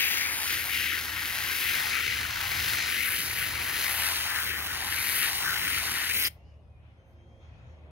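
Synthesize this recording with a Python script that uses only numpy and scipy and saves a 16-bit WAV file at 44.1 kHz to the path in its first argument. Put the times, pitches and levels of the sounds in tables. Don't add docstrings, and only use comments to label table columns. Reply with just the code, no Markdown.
import sys
import numpy as np
from scipy import signal
from scipy.fft import rfft, irfft, next_fast_len
from scipy.io import wavfile
from scipy.ndimage import uniform_filter1d, map_coordinates

SR = 44100
rng = np.random.default_rng(int(sys.argv[2]) if len(sys.argv) > 2 else 0)


def generate_wav(signal):
    frames = np.transpose(np.atleast_2d(signal))
    scaled = np.clip(frames, -1, 1) * 32767
    pcm = np.round(scaled).astype(np.int16)
    wavfile.write(sys.argv[1], SR, pcm)


N = 348819
TIME_S = np.arange(N) / SR


def amp(db):
    return 10 ** (np.asarray(db) / 20)


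def unit_rms(x):
    return x / np.sqrt(np.mean(x ** 2) + 1e-20)


def at_hz(table, hz, column=1):
    rows = np.array(table)
    return np.interp(np.log(hz + 1), np.log(rows[:, 0] + 1), rows[:, column])


def curves(table):
    time_s, *columns = np.transpose(table)
    return [np.interp(TIME_S, time_s, column) for column in columns]


def wobble(rate_hz):
    knots = rng.standard_normal(int(N * rate_hz / SR) + 4)
    return map_coordinates(knots, [TIME_S * rate_hz])


def swell(start_s, end_s):
    progress = np.clip((TIME_S - start_s) / (end_s - start_s), 0, 1)
    return np.sqrt(np.sin(np.pi * progress).clip(0))


def filtered(x, response):
    size = 2 * next_fast_len(N // 2 + 4096)
    return irfft(rfft(x, size) * response(np.fft.rfftfreq(size, 1 / SR)), size)[..., :N]


def highpass(hz, edge_hz, order=12):
    return 1 / (1 + (edge_hz / (hz + 1)) ** order)


def spectrum(table):
    return lambda hz: amp(at_hz(table, hz))


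def minimum_phase(table):
    def response(hz):
        cepstrum = irfft(np.log(amp(at_hz(table, hz))))
        fold = np.r_[1, 2 * np.ones(len(hz) - 2), 1, np.zeros(len(hz) - 2)]
        return np.exp(rfft(cepstrum * fold))
    return response


def resonance(hz, centre_hz, width_hz):
    return 1j * hz * width_hz / (centre_hz ** 2 - hz ** 2 + 1j * hz * width_hz)


def stereo_noise(response, coherence, patchy_db):
    bins = signal.stft(rng.standard_normal((2, N)), nperseg=512)[2]
    patches = uniform_filter1d(rng.standard_normal(bins.shape[1:]), size=5, axis=0)
    patches = unit_rms(uniform_filter1d(patches, size=12, axis=1))
    noise = signal.istft(bins * amp(patchy_db * patches), nperseg=512)[1][:, :N]
    mid, side = filtered(noise, response)
    angle = np.arccos(coherence) / 2
    mid, side = np.cos(angle) * mid, np.sin(angle) * side
    return unit_rms(np.array([mid + side, mid - side]))


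def noise_band(start_s, end_s, centre_hz, width_hz, level_db, coherence):
    band = stereo_noise(lambda hz: resonance(hz, centre_hz, width_hz) ** 2, coherence, patchy_db=3)
    return amp(level_db) * swell(start_s, end_s) * band


def wavering_tone(pitch_hz, waver_hz, flicker_db):
    gain = np.sqrt(2) * amp(flicker_db * wobble(7.8))
    cycles = rng.random() + np.cumsum(pitch_hz + waver_hz * wobble(25)) / SR
    return gain * np.sin(2 * np.pi * cycles)


# freq_hz, gain_db
AIR_SPECTRUM = [(5000, -20.5), (8000, 1.5), (11500, 6), (12500, -14.5), (16000, -24)]
def air():
    return amp(-91.5) * stereo_noise(spectrum(AIR_SPECTRUM), coherence=.1, patchy_db=1)


# start_s, end_s, pitch_hz, waver_hz, level_db
FAR_TONES = [(6.6, 6.88, 2495, 35, -82), (6.37, 6.6, 2830, 90, -83), (6.35, 6.56, 542, 6, -74),
             (6.55, 6.95, 585, 8, -78), (6.86, 7.6, 537, 3, -75), (7.1, 7.24, 648, 6, -72),
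             (7.65, 8.1, 608, 6, -69), (7.62, 7.8, 525, 8, -72), (7.25, 7.55, 716, 4, -76),
             (7.15, 7.48, 476, 4, -75), (7.02, 7.32, 350, 4, -74), (7.05, 7.5, 233, 3, -71),
             (6.98, 7.35, 118, 2, -60), (6.35, 6.75, 116, 2, -58)]
def far_tones():
    return sum(amp(level_db) * swell(start_s, end_s) * wavering_tone(pitch_hz, waver_hz, flicker_db=4.5)
               for start_s, end_s, pitch_hz, waver_hz, level_db in FAR_TONES)


# freq_hz, gain_db
STREET_SPECTRUM = [(100, -30), (170, -1.5), (438, -6.5), (615, -5), (675, -5.5), (1150, -15), (1600, -44.5),
                   (2080, -52.5), (3520, -120)]
# time_s, level_db
STREET_LEVEL = [(0, -66.5), (6.5, -64), (7, -66), (7.91, -59)]
def street_rush():
    rush = stereo_noise(spectrum(STREET_SPECTRUM), coherence=.7, patchy_db=.2)
    return amp(curves(STREET_LEVEL)[0]) * rush


# centre_hz, width_hz, gain_db
ENGINE_BANDS = [(50, 8.8, -8), (84, 22, -6.5), (115.05, 9.8, -5.5), (149.33, 18, -14)]
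# time_s, level_db
DRONE_LEVEL = [(0, -56.5), (.8, -53), (1.5, -53), (2.2, -50.5), (2.6, -45.5), (2.8, -53), (3.4, -48),
               (4.1, -52.5), (4.8, -50.5), (6.3, -54.5), (7.45, -56), (7.65, -51), (7.91, -54.5)]
def far_engines():
    def response(hz):
        bands = sum((-1) ** k * amp(gain_db) * resonance(hz, centre_hz, width_hz)
                    for k, (centre_hz, width_hz, gain_db) in enumerate(ENGINE_BANDS))
        return bands * (hz < 220) * highpass(hz, 34, order=5)
    drone = stereo_noise(response, coherence=.88, patchy_db=.5)
    return amp(curves(DRONE_LEVEL)[0] + 1.4 * wobble(5.4)) * drone


def passing_engine():
    return noise_band(start_s=5, end_s=6, centre_hz=154.5, width_hz=18, level_db=-56.5, coherence=1)


# time_s, pitch_hz, relative_db
IDLE_TRACK = [(0, 76, -56.5), (0.31, 76.1, -52), (1.19, 76.1, -49.5), (1.43, 77, -56), (2.6, 77.4, -47),
              (2.77, 76.2, -53), (3.81, 75.8, -50), (4.36, 77, -47.5), (5.22, 75, -52.5), (6.5, 75.9, -52),
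              (7.3, 76.4, -58.5), (7.65, 76.7, -50), (7.91, 76.2, -50.5)]
# pitch_multiple, gain_db
IDLE_ORDERS = [(1, 0.5), (1.5, -14.5)]
def idling_engine():
    pitch_hz, relative_db = curves(IDLE_TRACK)
    orders = sum(amp(gain_db) * wavering_tone(multiple * pitch_hz, waver_hz=1.6, flicker_db=2)
                 for multiple, gain_db in IDLE_ORDERS)
    return amp(relative_db - 2.5) * orders


# harmonic, peak_s, level_db, fade_db_per_s
WHISTLE_SWELLS = [(1, 7.06, -85, 70), (1, 7.35, -77, 60), (1, 7.75, -85, 5), (2, 7.065, -81, 130),
                  (2, 7.39, -88, 30), (2, 7.71, -90, 60)]
def whistle(start_s=6.88, first_hz=2940, last_hz=3245, glide_s=.19, rise_s=.073):
    age_s = (TIME_S - start_s).clip(0)
    pitch_hz = last_hz + (first_hz - last_hz) * np.exp(-age_s / glide_s)
    phase = 2 * np.pi * np.cumsum(pitch_hz * (1 + .0035 * wobble(120))) / SR
    tone = 0
    for harmonic, peak_s, level_db, fade_db_per_s in WHISTLE_SWELLS:
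        swell_db = level_db - fade_db_per_s * np.abs(TIME_S - peak_s) + 1.5 * wobble(10)
        tone += amp(swell_db) * np.sin(harmonic * phase)
    onset = 1 - np.exp(-age_s / rise_s)
    return onset * amp(3.8 * wobble(30)) * tone


# time_s, gurgle_db, fizz_db
TRICKLE_LEVELS = [(6.2, -68.5, -89), (6.45, -72, -80), (6.68, -76.5, -90), (6.85, -70.5, -88.5),
                  (7.39, -71.5, -82), (7.42, -64, -79), (7.7, -65.5, -80.5), (7.91, -67, -87.5)]
# freq_hz, gain_db
GURGLE_SPECTRUM = [(760, -29), (1300, 2), (1660, -1), (2500, 0), (2850, -5.5), (3270, -6), (4300, -14.5),
                   (5590, -52.5), (9460, -120)]
FIZZ_SPECTRUM = [(3300, -25), (4300, -10.5), (5100, -8.5), (6500, -11.5), (7200, -19.5), (9000, -38.5),
                 (20000, -89.5)]
# start_s, end_s, centre_hz, width_hz, level_db
HISSES = [(6.36, 6.66, 2850, 260, -77), (6.48, 6.58, 2430, 200, -75.5), (6.43, 6.57, 5100, 450, -81),
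          (6.82, 6.95, 3000, 700, -78), (7.4, 7.5, 3300, 900, -77), (7.5, 7.68, 2500, 120, -79),
          (7.05, 7.16, 11500, 5000, -87)]
def run_off():
    gurgle_db, fizz_db = curves(TRICKLE_LEVELS)
    pan_db = np.array([[1.5], [-1.5]])
    gurgle = stereo_noise(spectrum(GURGLE_SPECTRUM), coherence=-.33, patchy_db=2)
    fizz = stereo_noise(spectrum(FIZZ_SPECTRUM), coherence=.2, patchy_db=3)
    hisses = sum(noise_band(*row, coherence=.8) for row in HISSES)
    return amp(gurgle_db + pan_db) * gurgle + amp(fizz_db - pan_db) * fizz + hisses


# freq_hz, t60_s
YARD_DECAY = [(200, .2), (2500, .22), (6000, .17), (13000, .19)]
def yard_reverb(x):
    hz, age_s, bins = signal.stft(rng.standard_normal((2, SR // 3)), SR, nperseg=256)
    decay = amp(-60 * age_s / at_hz(YARD_DECAY, hz)[:, None])
    tail = signal.istft(bins * decay, SR, nperseg=256)[1]
    return signal.fftconvolve(x, tail / np.linalg.norm(tail[0]), axes=1)[:, :N]


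SHUT_S, SHUT_FALL_S = 6.282, .003
def valve_squeak(peak_s=6.252, centre_hz=4900, width_hz=600, rise_t60_s=.022, fall_t60_s=.09):
    age_s = TIME_S - peak_s
    t60_s = np.where(age_s > 0, fall_t60_s, rise_t60_s)
    envelope = amp(-60 * np.abs(age_s) / t60_s) * (TIME_S < SHUT_S)
    band = stereo_noise(lambda hz: resonance(hz, centre_hz, width_hz) ** 2, coherence=.8, patchy_db=1)
    return amp([[-31], [-25]]) * envelope * band


def bubbles(start_s, centre_hz, log_spread, cycles, level_db=0):
    pitch_hz = centre_hz * np.exp(log_spread * rng.standard_normal(len(start_s)))
    size_db = 2.38 * rng.exponential(size=len(start_s)).clip(0, 4)
    offsets = np.arange(384)
    turns = pitch_hz[:, None] * offsets / SR
    envelope = amp(level_db + size_db)[:, None] * turns * np.exp(-3 * turns / cycles)
    rings = envelope * np.sin(2 * np.pi * turns * (1 + .089 * turns / cycles))
    samples = (start_s * SR).clip(0, N).astype(int)[:, None] + offsets
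    return np.bincount(samples.ravel(), rings.ravel(), N)[:N]


# peak_s, pitch_hz, bubble_db
FROTH_BURSTS = [(0.03, 2300, -46.5), (0.12, 900, -58.5), (0.22, 1960, -43.5), (0.3, 1945, -53.5),
                (0.6, 1930, -51.5), (0.72, 2054, -47.5), (0.74, 2500, -53), (0.82, 1870, -52),
                (0.92, 1780, -50), (1.5, 2243, -50), (1.74, 1980, -48), (1.94, 2084, -44),
                (2.09, 2100, -48), (2.42, 900, -57), (2.52, 1900, -50.5), (2.79, 2040, -45.5),
                (2.96, 1435, -56), (3.03, 2030, -45), (3.17, 2220, -54), (3.3, 1930, -48.5),
                (3.43, 1844, -55), (3.55, 1990, -51), (3.85, 1934, -47), (3.96, 850, -57.5),
                (4.06, 1500, -53.5), (4.15, 1350, -52.5), (4.18, 860, -57.5), (4.3, 1430, -51.5),
                (4.49, 1760, -57.5), (4.72, 1450, -53), (4.86, 836, -57.5), (4.98, 2120, -47.5),
                (5.07, 1893, -47), (5.24, 1600, -49.5), (5.3, 849, -57.5), (5.47, 1411, -45.5),
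                (5.55, 851, -60), (5.72, 1980, -50), (5.78, 1956, -51), (5.88, 1460, -51),
                (6.0, 1580, -52.5), (6.11, 2263, -47), (6.24, 2120, -52.5)]
def froth_bursts(bubbles_each=90, rise_s=.02, fall_s=.05):
    peak_s, pitch_hz, bubble_db = np.repeat(FROTH_BURSTS, bubbles_each, axis=0).T
    early, late = rng.exponential(size=(len(peak_s), 2)).T
    start_s = peak_s - rise_s * early + fall_s * late
    return bubbles(start_s, pitch_hz, log_spread=.09, cycles=9.35, level_db=bubble_db)


# peak_s, swell_db
SPLATS = [(0.09, 0), (0.22, 2), (0.92, 2.5), (1.95, 2.5), (2.37, 3.5), (2.86, 2), (3.08, 0.5), (3.84, -1),
          (4.05, 4), (4.29, 9.5), (4.69, 4), (5.451, 7), (5.99, -4.5)]
def splat_swell_db(rise_s=.018, fall_s=.066):
    peak_s, swell_db = np.transpose(SPLATS)
    age_s = TIME_S - peak_s[:, None]
    return swell_db @ np.exp(-np.abs(age_s) / np.where(age_s < 0, rise_s, fall_s))


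def drops(rate_hz=3500, spread_db=3.1, hiss_gain=.7):
    landing = rng.random(N) < rate_hz / SR
    size_db = spread_db * rng.exponential(size=N).clip(0, 3.5)
    impacts = landing * amp(size_db) * rng.standard_normal(N).clip(-2, 2)
    froth = bubbles(rng.random(6000) * N / SR, centre_hz=2630, log_spread=.4924, cycles=8.3)
    return unit_rms(impacts) + hiss_gain * rng.standard_normal(N) + amp(-12) * unit_rms(froth)


# freq_hz, gain_db
BURST_SPECTRUM = [(25, -27), (120, -12), (330, -8.5), (560, -13), (850, -6), (1100, -6.5), (1450, 0),
                  (2000, 0), (2350, -3.5), (3700, 0), (6800, -3.5), (8000, -13), (9200, -6.5), (11500, 0),
                  (13300, -5), (15500, -4)]
def drop_trains():
    flutter = amp(.21 * wobble(250) + .19 * wobble(700))
    trains = filtered(flutter * np.array([drops(), drops()]), minimum_phase(BURST_SPECTRUM))
    return trains / np.std(filtered(trains[0], lambda hz: (hz > 1750) & (hz < 3300)))


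# time_s, water_depth (-1 bare wood, 0 film, 1 puddle, 2 deep), force_db
LANDING = [(0.0, -0.11, 6), (0.16, 0.8, 0.5), (0.24, 0.8, 0.5), (0.34, 1.5, 0), (0.44, 1.5, 0.5),
           (0.5, 0.5, 0), (0.61, 0, -1.5), (0.67, 2, -1), (0.72, -0.33, 2), (0.92, 0.16, -1),
           (1.02, 1.4, -4.5), (1.26, 0.9, -2.5), (1.34, 1.3, 0.02), (1.68, 0.31, 1), (1.84, 1.21, 3),
           (1.94, 0.7, 1.5), (2.06, -0.5, 0), (2.2, 0.8, -2.5), (2.38, 1.5, -0.7), (2.46, 1.5, 0.07),
           (2.6, 0.7, 1.5), (2.66, 0.9, 0.5), (2.86, 1.16, -0.38), (3.02, -0.5, 1.2), (3.1, 1.03, 0.7),
           (3.18, -0.8, -0.2), (3.26, 1.5, -5), (3.42, 0.6, -0.96), (3.5, 1.34, -2.5), (3.74, 0.6, 0.25),
           (3.96, 1.23, 3.5), (4.1, 1.5, 4.5), (4.16, 4, 4), (4.38, 0.92, 2), (4.44, 1, 0), (4.5, 0, -2.5),
           (4.62, 1.3, -3), (4.8, 2.5, -0.5), (4.92, 0.42, -2.5), (5.0, 1.15, -1.4), (5.24, 0.5, 3.5),
           (5.36, 3.5, 4.5), (5.46, 1.5, 0.3), (5.66, 0.5, -1.4), (5.78, 0.3, 1.5), (5.86, 2.1, -1.5),
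           (6.0, 0.5, 1.18), (6.14, 0.5, -3.2), (6.22, -1.02, 3.5)]
BAND_EDGES_HZ = [580, 1180, 1750, 3400, 7800]
# gain_db, force_weight, fine_weight, splat_weight, best_depth, boost_db, depth_width
BANDS = [(-39, -0.55, 1.05, 0, -0.74, 3.5, 1), (-49.5, 1, 0, -1, 1.936, 15, 1),
         (-51, 0.5, -0.5, 1.5, 0.62, 12, 0.87), (-43.5, 0.95, -0.5, -0.13, -0.058, 6, 0.65),
         (-40, -0.05, 1.0862, -0.05, 0, -0.5, 1), (-39.5, -0.02, 1, 0, 0.19, 0.5, 1)]
def wet_board(fine_db):
    depth, force_db = curves(LANDING)
    trains, splat_db = drop_trains(), splat_swell_db()
    edges_hz = [0, *BAND_EDGES_HZ, SR]
    spray = 0
    for band, low_hz, high_hz in zip(BANDS, edges_hz, edges_hz[1:]):
        gain_db, force_weight, fine_weight, splat_weight, best_depth, boost_db, depth_width = band
        drive_db = force_weight * force_db + fine_weight * fine_db + splat_weight * splat_db
        depth_db = boost_db * np.exp(-.5 * ((depth - best_depth) / depth_width) ** 2)
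        in_band = filtered(trains, lambda hz: highpass(hz, low_hz) - highpass(hz, high_hz))
        spray += amp(gain_db + drive_db + depth_db + wobble(12)) * in_band
    return spray + np.array([froth_bursts(), froth_bursts()])


# time_s, left_lag_us
AIM = [(0.0, -85.5), (0.18, -82), (0.36, -65.5), (0.56, -37.5), (0.74, -27), (0.96, -20.5), (1.2, -22),
       (1.42, -33.5), (1.6, -21.5), (1.8, 0.0), (2.0, 8.5), (2.18, 9), (2.34, -3), (2.57, -8.5), (2.85, 10),
       (3.22, 52.5), (3.45, 33.5), (3.6, 19), (3.84, 29.5), (4.0, 57), (4.16, 81), (4.3, 96), (4.46, 106.5),
       (4.64, 108.5), (4.84, 76.5), (5.07, 50.5), (5.2, 61.5), (5.3, 75), (5.46, 102), (5.57, 109.5),
       (5.76, 82), (5.92, 70.5), (6.08, 79.5), (6.24, 128.5)]
POSITION_LAGS_US = (-80, -10, 60, 108)
# freq_hz, 4 x gain_db, 4 x lead_rad, 4 x coherence
PORT_RESPONSE = [(170.0, -1, 0.5, 0.5, -0.5, 0.1, -0.1, 0, 0.1, 1.0, 1, 1.0, 0.994),
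                 (520.0, 2, 0.5, 1, 0.5, 0, 0.62, 0.6, 0.77, 0.868, 0.93, 1, 1),
                 (1034, 3, 3, 3.5, 6, 0.9, 0.83, 1.09, 1, 0.93, 0.94, 0.94, 0.932),
                 (1620, 6.5, 7.5, 8.5, 6, 1.0, 0.96, -0.43, 0.96, 0.94, 0.99, 1.0, 0.907),
                 (2220, 11.5, 12.5, 11.5, 11.5, -0.6, 0.8, 1.9, 0.5, 0.86, 0.91, 0.88, 0.83),
                 (2750, 11.5, 10, 9.5, 9.5, 0.5, -0.4, 0, -0.47, 0.97, 0.86, 0.87, 0.94),
                 (3375, 1, 4.5, 6.5, 4.5, -0.3, 0.27, -1.5, -0.15, 0.9, 0.9, 0.94, 0.89),
                 (3450, 3, -0.5, 0, -1.5, 0.5, -0.5, -0.4, -1.14, 0.63, 1, 0.9, 0.9),
                 (3740, 2.5, 1.5, 0, 2, 0.03, -0.19, 0.5, 0.16, 0.78, 0.76, 0.88, 0.79),
                 (4000, 0, 3.5, 0, 0.5, 0.92, 0.7, 0.8, -0.08, 0.87, 0.77, 0.82, 0.95),
                 (4480, 3.5, 1.5, 2, -0.5, 0.5, -0.2, 0, 0.01, 0.89, 1, 0.75, 0.99),
                 (4870, 3.5, -0.5, 2.5, -0.5, 0, -0.5, -0.9, -0.18, 0.9, 0.74, 0.85, 0.82),
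                 (5150, 3.5, -1.5, 0.5, -3, 0.68, -0.1, -0.65, -0.62, 0.81, 0.75, 0.968, 0.85),
                 (5680.0, 1, -3, -3.5, -9, 0.5, 1.08, -0.71, 0, 0.85, 0.54, 0.85, 0.45),
                 (6250, 1.5, -5, -5.5, -9, 0.8, -0.5, -0.14, -3, 1, 0.72, 0.7, 0.45),
                 (6738, 3, -8, -9.5, -9.5, -0.2, 1.55, -1, -0.5, 0.94, 0.49, 0.35, 0.27),
                 (7410.0, -2, -6.5, -8, -7, 0.1, 1, -1.5, -3.5, 0.8, 0.34, 0.22, 0.35),
                 (8010, -2.5, -1.5, -1, 0.5, 0.5, 0, -4.7, 0, 0.92, 0.43, 0.65, 0.57),
                 (8580, -3, 0, 3.5, 5.5, -2.7, -2.5, -2, -2.5, 0.61, 0.59, 0.75, 0.72),
                 (9598, -0.5, 3, 5.5, 6.5, -3, -3.5, -2.5, -3, 0.65, 0.65, 0.83, 0.733),
                 (10680.0, -1.5, 0.5, 0.5, 0, -4, -2.9, -3, -2.5, 0.64, 0.64, 0.96, 0.85),
                 (11710.0, -5.5, -0.5, -2, -1.5, -5, -3, -2, -2.5, 0.09, 0.77, 0.79, 0.75),
                 (12750.0, 2, 2.5, 2.5, 1.5, -9, -2, -1.5, -2.1, 0.5, 0.73, 0.83, 0.72),
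                 (13560, 5.5, 2.5, 5.5, 4.5, -9.5, -2.5, -2, -1.28, 0.73, 0.65, 0.71, 0.64),
                 (15330.0, 3.5, -0.5, -1, 1, -9.5, -1.5, -2.5, -1.28, 0.68, 0.5, 0.64, 0.49)]
def left_port(right_train, second_train):
    lag_us, = curves(AIM)
    oversampled = signal.resample(np.pad(right_train, (0, 4096)), 4 * (N + 4096))
    delayed = map_coordinates(oversampled, [4 * (TIME_S - lag_us / 1e6) * SR], order=1, mode="nearest")
    left = 0
    for position in range(4):
        share = np.interp(lag_us, POSITION_LAGS_US, np.eye(4)[position])
        gain = lambda hz: amp(at_hz(PORT_RESPONSE, hz, column=1 + position))
        lead = lambda hz: np.exp(1j * at_hz(PORT_RESPONSE, hz, column=5 + position))
        coherence = lambda hz: at_hz(PORT_RESPONSE, hz, column=9 + position).clip(0, 1)
        left += share * filtered(delayed, lambda hz: gain(hz) * coherence(hz) * lead(hz))
        left += share * filtered(second_train, lambda hz: gain(hz) * np.sqrt(1 - coherence(hz) ** 2))
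    return left


# time_s, fine_db
FINE_SPRAY = [(0.0, 2.5), (0.28, 0.01), (0.72, 0), (1.18, -3.5), (1.6, 1), (1.86, 1), (2.32, -2.0),
              (2.7, 1.45), (2.98, -0.5), (3.08, 0.5), (3.24, -0.5), (3.52, -1.7), (3.96, 2.5), (4.3, 0.8),
              (4.42, 0.5), (4.55, -1.5), (4.68, -2), (4.8, -1.5), (5.04, 0.7), (5.2, 3.0), (5.58, -0.2),
              (5.76, 1.5), (5.98, 0), (6.22, 3)]
def hose_jet(left_mist_weight=.93):
    fine_db, = curves(FINE_SPRAY)
    flow = 1 / (1 + np.exp(np.clip((TIME_S - SHUT_S) / SHUT_FALL_S, -50, 50)))
    right_train, second_train = flow * wet_board(fine_db)
    left = left_port(right_train, second_train)
    mist = filtered(left, lambda hz: highpass(hz, BAND_EDGES_HZ[-1]))
    left += (amp(left_mist_weight * fine_db) - 1) * mist
    return np.array([left, right_train])


def scene():
    hose = hose_jet() + valve_squeak()
    reflections = amp(-19.5) * yard_reverb(hose)
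    traffic = far_engines() + street_rush() + idling_engine() + passing_engine()
    return hose + reflections + traffic + air() + far_tones() + run_off() + whistle()


def record(dry):
    top_hz, taper_hz = 15900, 200
    return filtered(dry, lambda hz: np.sin(np.pi / 2 * np.clip((top_hz - hz) / taper_hz, 0, 1)) ** 2)


dry = scene()
out = record(dry)
generate_wav(out)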